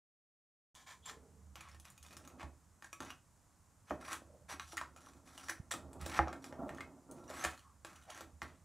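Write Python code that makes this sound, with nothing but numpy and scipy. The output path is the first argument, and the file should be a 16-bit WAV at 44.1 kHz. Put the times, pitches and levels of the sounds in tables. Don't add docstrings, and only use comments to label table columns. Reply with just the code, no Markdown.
import sys
import numpy as np
from scipy import signal
from scipy.fft import rfft, irfft, next_fast_len
from scipy.io import wavfile

SR = 44100
rng = np.random.default_rng(int(sys.argv[2]) if len(sys.argv) > 2 else 0)


def bounce(signal):
    frames = np.transpose(np.atleast_2d(signal))
    limited = np.clip(frames, -1, 1)
    pcm = np.round(limited * 32767).astype(np.int16)
    wavfile.write(sys.argv[1], SR, pcm)


N = 381024
TIME = np.arange(N) / SR
START_S, TOP_HZ = .745, 15600
ATTACK_S, RELEASE_DB_PER_S = 0.014, 340
SHOVE_ATTACK_S, SHOVE_RELEASE_DB_PER_S = 0.012, 182
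TICK_RING_DB = 11.5


def undb(db):
    return 10 ** (np.asarray(db) / 20)


def unit(x):
    return x / np.sqrt(np.mean(x ** 2))


def fade(t, t60):
    return np.exp(-np.log(1000) * t / t60)


def add(track, s, sound):
    i = int(s * SR)
    track[i:i + len(sound)] += sound[:N - i]


def colour(x, points, peaks=()):
    size = next_fast_len(len(x), real=True)
    f = np.fft.rfftfreq(size, 1 / SR)
    hz, db = np.transpose(points)
    curve = np.interp(np.log(f + 1), np.log(hz), db)
    for centre, width, boost in peaks:
        curve = curve + boost / (1 + (2 * (f - centre) / width) ** 2)
    cepstrum = irfft(np.log(undb(curve)), size)
    cepstrum[1:size // 2] *= 2
    cepstrum[size // 2 + 1:] = 0
    response = np.exp(rfft(cepstrum))
    return irfft(rfft(x, size) * response, size)[:len(x)]


def walk(rate):
    knots = rng.standard_normal(4096)
    return np.interp(TIME * rate, np.arange(len(knots)), knots)


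def grains(rate, spread_db, patchy_db):
    hit = rng.random(N) < rate / SR
    size = undb(spread_db * np.minimum(rng.exponential(size=N), np.pi))
    sign = rng.choice([-1, 1], N)
    strength = undb(patchy_db * walk(90))
    return unit(hit * size * sign * strength)


def stroke(start, length, db, swell_db, attack, release):
    gain = np.zeros(N)
    t = TIME[:int((length + .5) * SR)]
    swell = swell_db * (np.minimum(t / length, 1) - 1)
    level = db + swell - release * np.maximum(t - length, 0)
    add(gain, start, undb(level) * np.minimum(t / attack, 1))
    return gain


def blade_strokes(table):
    body, edge = np.zeros(N), np.zeros(N)
    for start, length, db, swell_db, treble_db in table:
        gain = stroke(start, length, db, swell_db, ATTACK_S, RELEASE_DB_PER_S)
        body += gain
        edge += undb(treble_db) * gain
    return body, edge


def ring(events, modes):
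    t, out = TIME[:SR // 2], np.zeros(N)
    tone = sum(undb(db) * np.sin(2 * np.pi * hz * t) * fade(t, t60) for hz, db, t60 in modes)
    for s, db in events:
        add(out, s, undb(db) * tone)
    return out


# pitch_hz, relative level_db [dB per Hz]
HUSH_SPECTRUM = [(15, -37), (25, -7), (86, 1), (209, -11), (267, -10), (389, -19), (1110, -16), (2300, -28),
                 (3340, -32), (4500, -30), (7100, -22), (9810, -27), (15500, -40)]


def hush(mid_db=-69, side_db=-11):
    mid, side = (unit(colour(rng.standard_normal(N), HUSH_SPECTRUM)) for _ in range(2))
    return undb(mid_db) * (mid + undb(side_db) * side * np.array([[1], [-1]]))


# time_s, relative level_db
RUMBLE_LEVEL = [(0.85, -80), (0.93, -65.5), (1.47, -58), (3.21, -73), (3.55, -78.5), (4.09, -61.5),
                (5.29, -72), (5.59, -66), (6.17, -47.5), (6.37, -67.5), (7.15, -73), (7.34, -67),
                (7.88, -70), (8.62, -62.5)]
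# pitch_hz, relative level_db [dB per Hz]
RUMBLE_SPECTRUM = [(20, -14), (50, -27), (66, -5.5), (78, 9.5), (95, -7.5), (130, -11.5), (200, -7.5),
                   (500, -76)]
# start_s, length_s, relative level_db at the end, swell_db from start to end
SHOVES = [(1.106, 0.33, -75.5, -17), (2.095, 0.39, -56, 5), (3, 0.073, -53, -8.5),
          (3.901, 0.032, -42.5, -11), (3.992, 0.51, -71.5, -13), (4.518, 0.047, -55.5, -3),
          (4.768, 0.88, -62, 1.5), (5.734, 0.61, -49.5, 1), (6.352, 0.21, -46.5, 14),
          (6.584, 0.075, -41, 3), (6.692, 0.26, -55, -6), (6.947, 0.14, -63, 10), (7.087, 0.4, -53, -2.5),
          (7.868, 0.052, -60.5, 9), (8.116, 0.17, -59.5, 6), (8.422, 0.083, -56.5, -5.5)]
# pitch_hz, relative level_db [dB per Hz]
RUB_SPECTRUM = [(50, -10.5), (150, -2), (260, -7.5), (430, -5.5), (680, -6), (950, -8), (1400, -18.5),
                (2300, -51), (6000, -47)]
# pitch_hz, width_hz, boost_db
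RUB_PEAKS = [(267.8, 58, 16.5), (352.2, 26, 10.5), (628, 74, 8), (650, 110, -2.5), (1180, 23, 8),
             (1358, 46, 13.5), (1860, 68, 13)]


def rub(rub_db=-4.5, rumble_db=-2.0, drag_rumble_db=-19):
    drag = sum(stroke(*shove, SHOVE_ATTACK_S, SHOVE_RELEASE_DB_PER_S) for shove in SHOVES)
    under_hands = undb(rumble_db + np.interp(TIME, *np.transpose(RUMBLE_LEVEL)))
    weight = under_hands + undb(drag_rumble_db) * drag
    slips = colour(grains(rate=980, spread_db=0.5, patchy_db=-1.0), RUB_SPECTRUM, RUB_PEAKS)
    rumble = colour(rng.standard_normal(N), RUMBLE_SPECTRUM)
    return undb(rub_db) * drag * unit(slips) + weight * unit(rumble)


# pitch_hz, relative level_db [dB per Hz]
BODY_SPECTRUM = [(100, -19.5), (400, -15.5), (800, -1), (1200, -3.5), (2000, -0.5), (3000, -6),
                 (5000, -12.5), (15000, -44.5)]
# pitch_hz, relative level_db [dB per Hz]
EDGE_SPECTRUM = [(500, -50), (1800, 3.5), (3200, 8.5), (5000, 5), (7500, 0), (10000, -3.5), (15000, -13.5)]


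def friction(effort, peaks, slips, body_db, edge_db):
    body_effort, edge_effort = effort
    body = body_effort * unit(colour(slips, BODY_SPECTRUM, peaks))
    edge = edge_effort * unit(colour(slips, EDGE_SPECTRUM, peaks))
    return undb(body_db) * body + undb(edge_db) * edge


# start_s, length_s, relative level_db at the end, swell_db from start to end, treble_db re level
SLIDES = [(.75, 0.063, -64.5, -4, -1), (.86, 0.053, -54.5, 4, -3), (1.045, 0.046, -49.5, 16, -1)]
# pitch_hz, width_hz, boost_db
SLIDE_PEAKS = [(1038, 91, 14), (1744, 86, 8.5), (2330, 230, 9.5), (3130, 830, 7.5), (4200, 130, -2),
               (5990, 110, 12), (7140, 730, 11), (8230, 150, 8)]


def slide():
    slips = grains(rate=3800, spread_db=1.5, patchy_db=1.0)
    return friction(blade_strokes(SLIDES), SLIDE_PEAKS, slips, body_db=3.0, edge_db=3.0)


# pitch_hz, width_hz, boost_db
FOIL_PEAKS = [(1143, 57.5, 13), (1710, 33, 1.5), (2520, 17, 2.5), (3636, 68, 5.5), (3980, 330, -1.5),
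              (5400, 83, -32), (6460, 550, 18.5), (8550, 190, 5), (10470, 990, 14)]


def patch(shift):
    return [(hz * np.exp(shift * rng.standard_normal()), width, db) for hz, width, db in FOIL_PEAKS]


def bend(x, travel_s=0.00118, reference_hz=1000):
    f = np.fft.rfftfreq(len(x), 1 / SR)
    phase = -2j * np.pi * travel_s * np.sqrt(f * reference_hz)
    return irfft(rfft(x) * np.exp(phase), len(x))


# pitch_hz, width_hz, boost_db
PAN_PEAKS = [(260, 84, -6), (326, 26, 19.5), (551, 45, 4), (746, 32, 5.5), (1110, 72, 3), (1355, 28, 7.5),
             (1585, 60, 4), (1820, 37.3, 5.5), (2544, 13, 10), (7240, 590, 1)]


def snap(thud_db, slope_db, hz, crumple_db=-3, crumple_t60=0.036, push_hz=4500, bass_db=-9, top_db=-11,
         ring_q=6, widest_hz=500, wall_share=0.56):
    t = TIME[:4096]
    push = np.exp(-2 * np.pi * push_hz * t)
    crumple = rng.standard_normal(len(t)) * fade(t, crumple_t60)
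    contact = bend(push / push.sum()) + undb(crumple_db) * crumple / np.linalg.norm(crumple)
    high, air = 1.42 * slope_db, 2.5 * slope_db
    tone = [(30, thud_db - 15), (160, thud_db + bass_db), (520, thud_db), (1150, 2.5), (1800, -2.5),
            (3200, high), (5000, high - 2.1), (8000, air), (15000, air + top_db)]
    spot = (hz, min(hz / ring_q, widest_hz), TICK_RING_DB)
    wall = [(f, width, wall_share * db) for f, width, db in patch(shift=0.098)[3:]]
    return colour(contact, tone, [spot, *PAN_PEAKS, *wall])


# start_s, relative level_db, thud_db of the pan re level,
# treble slope [dB per octave], pitch_hz of the touched spot
TICKS = [(.7512, -28.5, -5, 1.5, 3390), (1.0573, -23.5, -13, 1, 7360), (1.096, -12, -29, -5, 1707),
         (1.5562, -15, -4, -2.5, 2950), (1.7468, -28, 5, -2, 1850), (1.799, -33.5, -2, 3.5, 9660),
         (1.902, -42, -7, 7, 9240), (1.848, -33.5, -25, 1.5, 1050), (1.9783, -31, -8, 2.5, 2570),
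         (2.0278, -27, -25, 2, 9300), (2.0644, -26.5, -9, 0, 3640), (2.1681, -22.5, 0, 2, 1290),
         (2.2755, -24.5, 6, 0.5, 1300), (2.397, -15.5, -1, -7.5, 1150), (2.4299, -11, 4.5, -8, 1045),
         (2.8237, -16.5, -7, -4.5, 1750), (2.8448, -15.5, -11, -5, 1600), (2.9294, -16.5, -4, -1, 2430),
         (3.0043, -7, -2, -5, 1056), (3.104, -10.5, -5, -4, 2920), (3.9081, -2.5, 4, -16, 612),
         (4.0258, -21, -7, -8, 1350), (4.081, -11, -5, -6, 1100), (4.1301, -8, -14, 0, 1580),
         (4.219, -28, 16, -20, 300), (4.5272, -11, -12, -7, 1390), (4.597, -2, -22, -8, 3870),
         (4.7224, -14.5, -17, -4.5, 1240), (4.7321, -19, 11.5, -17, 980), (4.7702, -11.5, -17, 0, 1380),
         (4.7785, -2, -26, -6, 1920), (4.8132, -3.5, -6.5, -9, 994), (4.9628, -23.5, 5, -2.5, 1300),
         (5.069, -19.5, 0, -24, 1100), (5.4852, -10.5, -22, -3.5, 1870), (5.497, -3.5, -7, -2, 1830),
         (5.7135, -8.5, -4.5, 0, 1850), (5.7207, -12, 1, 1, 3550), (5.738, -10, 7, -1.5, 1230),
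         (5.9315, -29.5, -1, 1.5, 636), (6.0131, -20, 8, 1, 790), (6.0626, -10.5, 10, 0, 1500),
         (6.1908, 10, 0, -15.5, 840), (6.2738, -7, 4, -15, 700), (6.2821, -7, -3, -9, 1230),
         (6.3288, -4.5, 0.5, -8, 680), (6.4423, -10, -5, -5, 7500), (6.5255, -12.5, 6, -9, 276),
         (6.6924, -9.5, 2, -7.5, 1840), (6.7836, -14, -27, -9, 1870), (6.8068, -4, -36, -8, 2120),
         (7.1124, -39.5, 14, 8, 5900), (7.3009, -19, 16, -1.5, 638), (7.3109, -9.5, 0, -12, 620),
         (7.4408, -1.5, -4, -2, 1770), (7.449, 3, 1, -3.5, 1770), (7.8481, -11, 1.5, -4, 1670),
         (8.176, -19.5, 5.5, -1.5, 1770), (8.208, -18.5, 9, 0, 1330), (8.4183, -4, -5, -7.5, 2050)]


def ticks(level_db=-7.0):
    out = np.zeros(N)
    for s, db, thud_db, slope_db, hz in TICKS:
        add(out, s, undb(level_db + db) * snap(thud_db, slope_db, hz))
    return out


# middle_s, half_length_s [to 1/e], level_db before the room, pitch_hz, width_hz
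JUDDERS = [(1.072, 0.025, -54, 3370, 420), (1.214, 0.16, -69.5, 437, 86.5), (1.663, .035, -63, 1140, 256),
           (4.343, 0.074, -65, 550, 125), (4.782, 0.0085, -41.5, 1920, 480), (5.01, .06, -69.5, 1355, 160),
           (5.497, 0.0023, -33, 1780, 288), (6.631, 0.059, -47, 642, 176), (7.68, 0.044, -65, 1120, 241),
           (8.007, 0.12, -71.5, 1400, 300), (8.095, .03, -60, 690, 220)]


def judders():
    out = np.zeros(N)
    for s, length, db, hz, width in JUDDERS:
        resonance = signal.iirpeak(hz, hz / width, fs=SR)
        slips = grains(rate=2700, spread_db=3.0, patchy_db=-3.5)
        tone = signal.lfilter(*resonance, signal.lfilter(*resonance, slips))
        out += undb(db) * unit(tone) * np.exp(-((TIME - s) / length) ** 2)
    return out


# start_s, length_s, relative level_db at the end, swell_db from start to end, treble_db re level
SCRAPES = [(1.556, .2, -66, -10, -41), (1.842, .13, -76, -19.5, -20), (2.032, .27, -66, -3, -17),
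           (2.373, .04, -49, 23, -27), (2.83, .04, -68, -4, -9), (2.983, .12, -49, 16, -18),
           (3.865, .045, -51.5, 12, -17), (3.998, .13, -40, 21, -15), (4.481, 0.049, -43.5, 3.5, -15),
           (4.608, .13, -64.5, 3, -2.5), (4.756, .04, -65, 7, -14), (4.963, .22, -71, -7, -9.5),
           (5.25, .22, -56.5, 6, -10), (5.478, 0.023, -41, 17, -14.5), (5.708, .012, -43.5, -23, -13),
           (5.993, .19, -39, 16, -21), (6.417, .05, -57, 7, -8.5), (6.669, 0.16, -61, 8, -20),
           (7.107, .17, -73.5, -4, -10), (7.279, .15, -37, 22.5, -14), (7.43, .018, -38, -2, -33),
           (7.496, 0.18, -72.5, -13, -13.5), (7.842, .22, -70.5, -11.5, -15), (8.069, .15, -51.5, 4.5, -18),
           (8.412, .2, -77, -19, -24)]


def scrape(count=6, change_db=10):
    slips = grains(rate=2600, spread_db=1.0, patchy_db=3.0)
    touch = np.array([undb(change_db * walk(14)) for _ in range(count)])
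    touch /= np.linalg.norm(touch, axis=0)
    effort = blade_strokes(SCRAPES)
    patches = [friction(effort, PAN_PEAKS + patch(shift=0.1143), slips, body_db=-8.5, edge_db=1.5)
               for _ in range(count)]
    return np.sum(touch * patches, axis=0)


def crinkle(count=110, level_db=26, scatter_db=3, thud_db=-10, slope_db=-1, ring_hz=2600, loudest_db=-31):
    out = np.zeros(N)
    force, _ = blade_strokes(SCRAPES)
    starts, lengths = np.transpose(SCRAPES)[:2]
    spent = np.cumsum(lengths)
    for share, (size, pitch) in zip(rng.random(count), rng.standard_normal((count, 2))):
        moment = share * spent[-1]
        k = np.searchsorted(spent, moment)
        s = starts[k] + spent[k] - moment
        strength = min(undb(level_db) * np.interp(s, TIME, force), undb(loudest_db))
        gain = strength * undb(scatter_db * size)
        add(out, min(s, TIME[-1]), gain * snap(thud_db, slope_db, ring_hz * np.exp(.5 * pitch)))
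    return out


# start_s, relative level_db
KNOCKS = [(2.435, -39), (3.91, -46), (4.53, -68), (4.815, -49), (6.02, -44), (6.195, -28.5), (7.455, -39),
          (8.33, -50), (8.425, -46)]
# pitch_hz, relative level_db, t60_s
TRAY_MODES = [(75.2, -1.5, 0.3), (140, -16.5, 0.24), (168, -18, 0.25)]


def knocks(lowest_hz=55):
    radiation = signal.butter(2, lowest_hz, "high", fs=SR, output="sos")
    return signal.sosfilt(radiation, ring(KNOCKS, TRAY_MODES))


# start_s, relative level_db
FLICKS = [(2.9304, -55.5), (4.5966, -63), (7.279, -62.5)]
# pitch_hz, relative level_db, t60_s
BLADE_MODES = [(1130, -1, 0.31), (1286, 1, 0.16), (1690, -4, 0.11), (2190, -17, 0.29), (2820, -3, 0.046),
               (3600, -18, 0.27), (6000, -4, 0.069), (5810, 5, 0.089), (5870, -10, 0.07), (8441, -7, 0.1),
               (9400, -9, 0.067)]


def flicks():
    return ring(FLICKS, BLADE_MODES)


# start_s, relative level_db
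CLACKS = [(3.9085, -47), (6.1911, -24.5), (6.3292, -66), (7.4405, -44)]
# pitch_hz, relative level_db, t60_s
PAN_MODES = [(344, -46, 0.08), (538, -7.5, 0.14), (740, -7.5, 0.2), (762, -5, 0.081), (1117, -22, 0.0095),
             (1230, 7, .02), (1500, -44, 0.015)]


def clacks():
    return ring(CLACKS, PAN_MODES)


# middle_s, level_db, pitch_hz, half_length_s [to 1/e]
BUMPS = [(5.602, -36.5, 113, 0.0037)]


def bumps():
    out = np.zeros(N)
    for s, db, hz, length in BUMPS:
        swing = -np.cos(2 * np.pi * hz * (TIME - s))
        out += undb(db) * swing * np.exp(-((TIME - s) / length) ** 2)
    return out


def kitchen(x, wet_db, low_t60=0.24, high_t60=0.21, split_hz=3000):
    t = TIME[:SR // 2]
    low_pass = signal.butter(2, split_hz, fs=SR, output="sos")
    high_pass = signal.butter(2, split_hz, "high", fs=SR, output="sos")
    low = signal.sosfilt(low_pass, rng.standard_normal(len(t)))
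    high = signal.sosfilt(high_pass, rng.standard_normal(len(t)))
    onset = np.clip(t / 0.0014 - .5, 0, 1)
    echo = (low * fade(t, low_t60) + high * fade(t, high_t60)) * onset
    return x + undb(wet_db) * signal.fftconvolve(x, echo / np.linalg.norm(echo))[:N]


def scene():
    snaps = kitchen(ticks() + crinkle(), wet_db=-2.5)
    scrapes = kitchen(slide() + scrape() + judders() + flicks(), wet_db=-9.5)
    return snaps + scrapes + clacks() + rub() + knocks() + bumps() + hush()


def record(dry, low_cut_hz=38):
    heard = signal.sosfilt(signal.butter(2, low_cut_hz, "high", fs=SR, output="sos"), dry)
    lean = .26 * signal.sosfiltfilt(signal.butter(1, 330, fs=SR, output="sos"), heard)
    sound = (heard + lean * np.array([[-1], [1]])) * (TIME >= START_S)
    return signal.sosfilt(signal.ellip(10, .2, 70, TOP_HZ, fs=SR, output="sos"), sound)


dry = scene()
out = record(dry)
bounce(out)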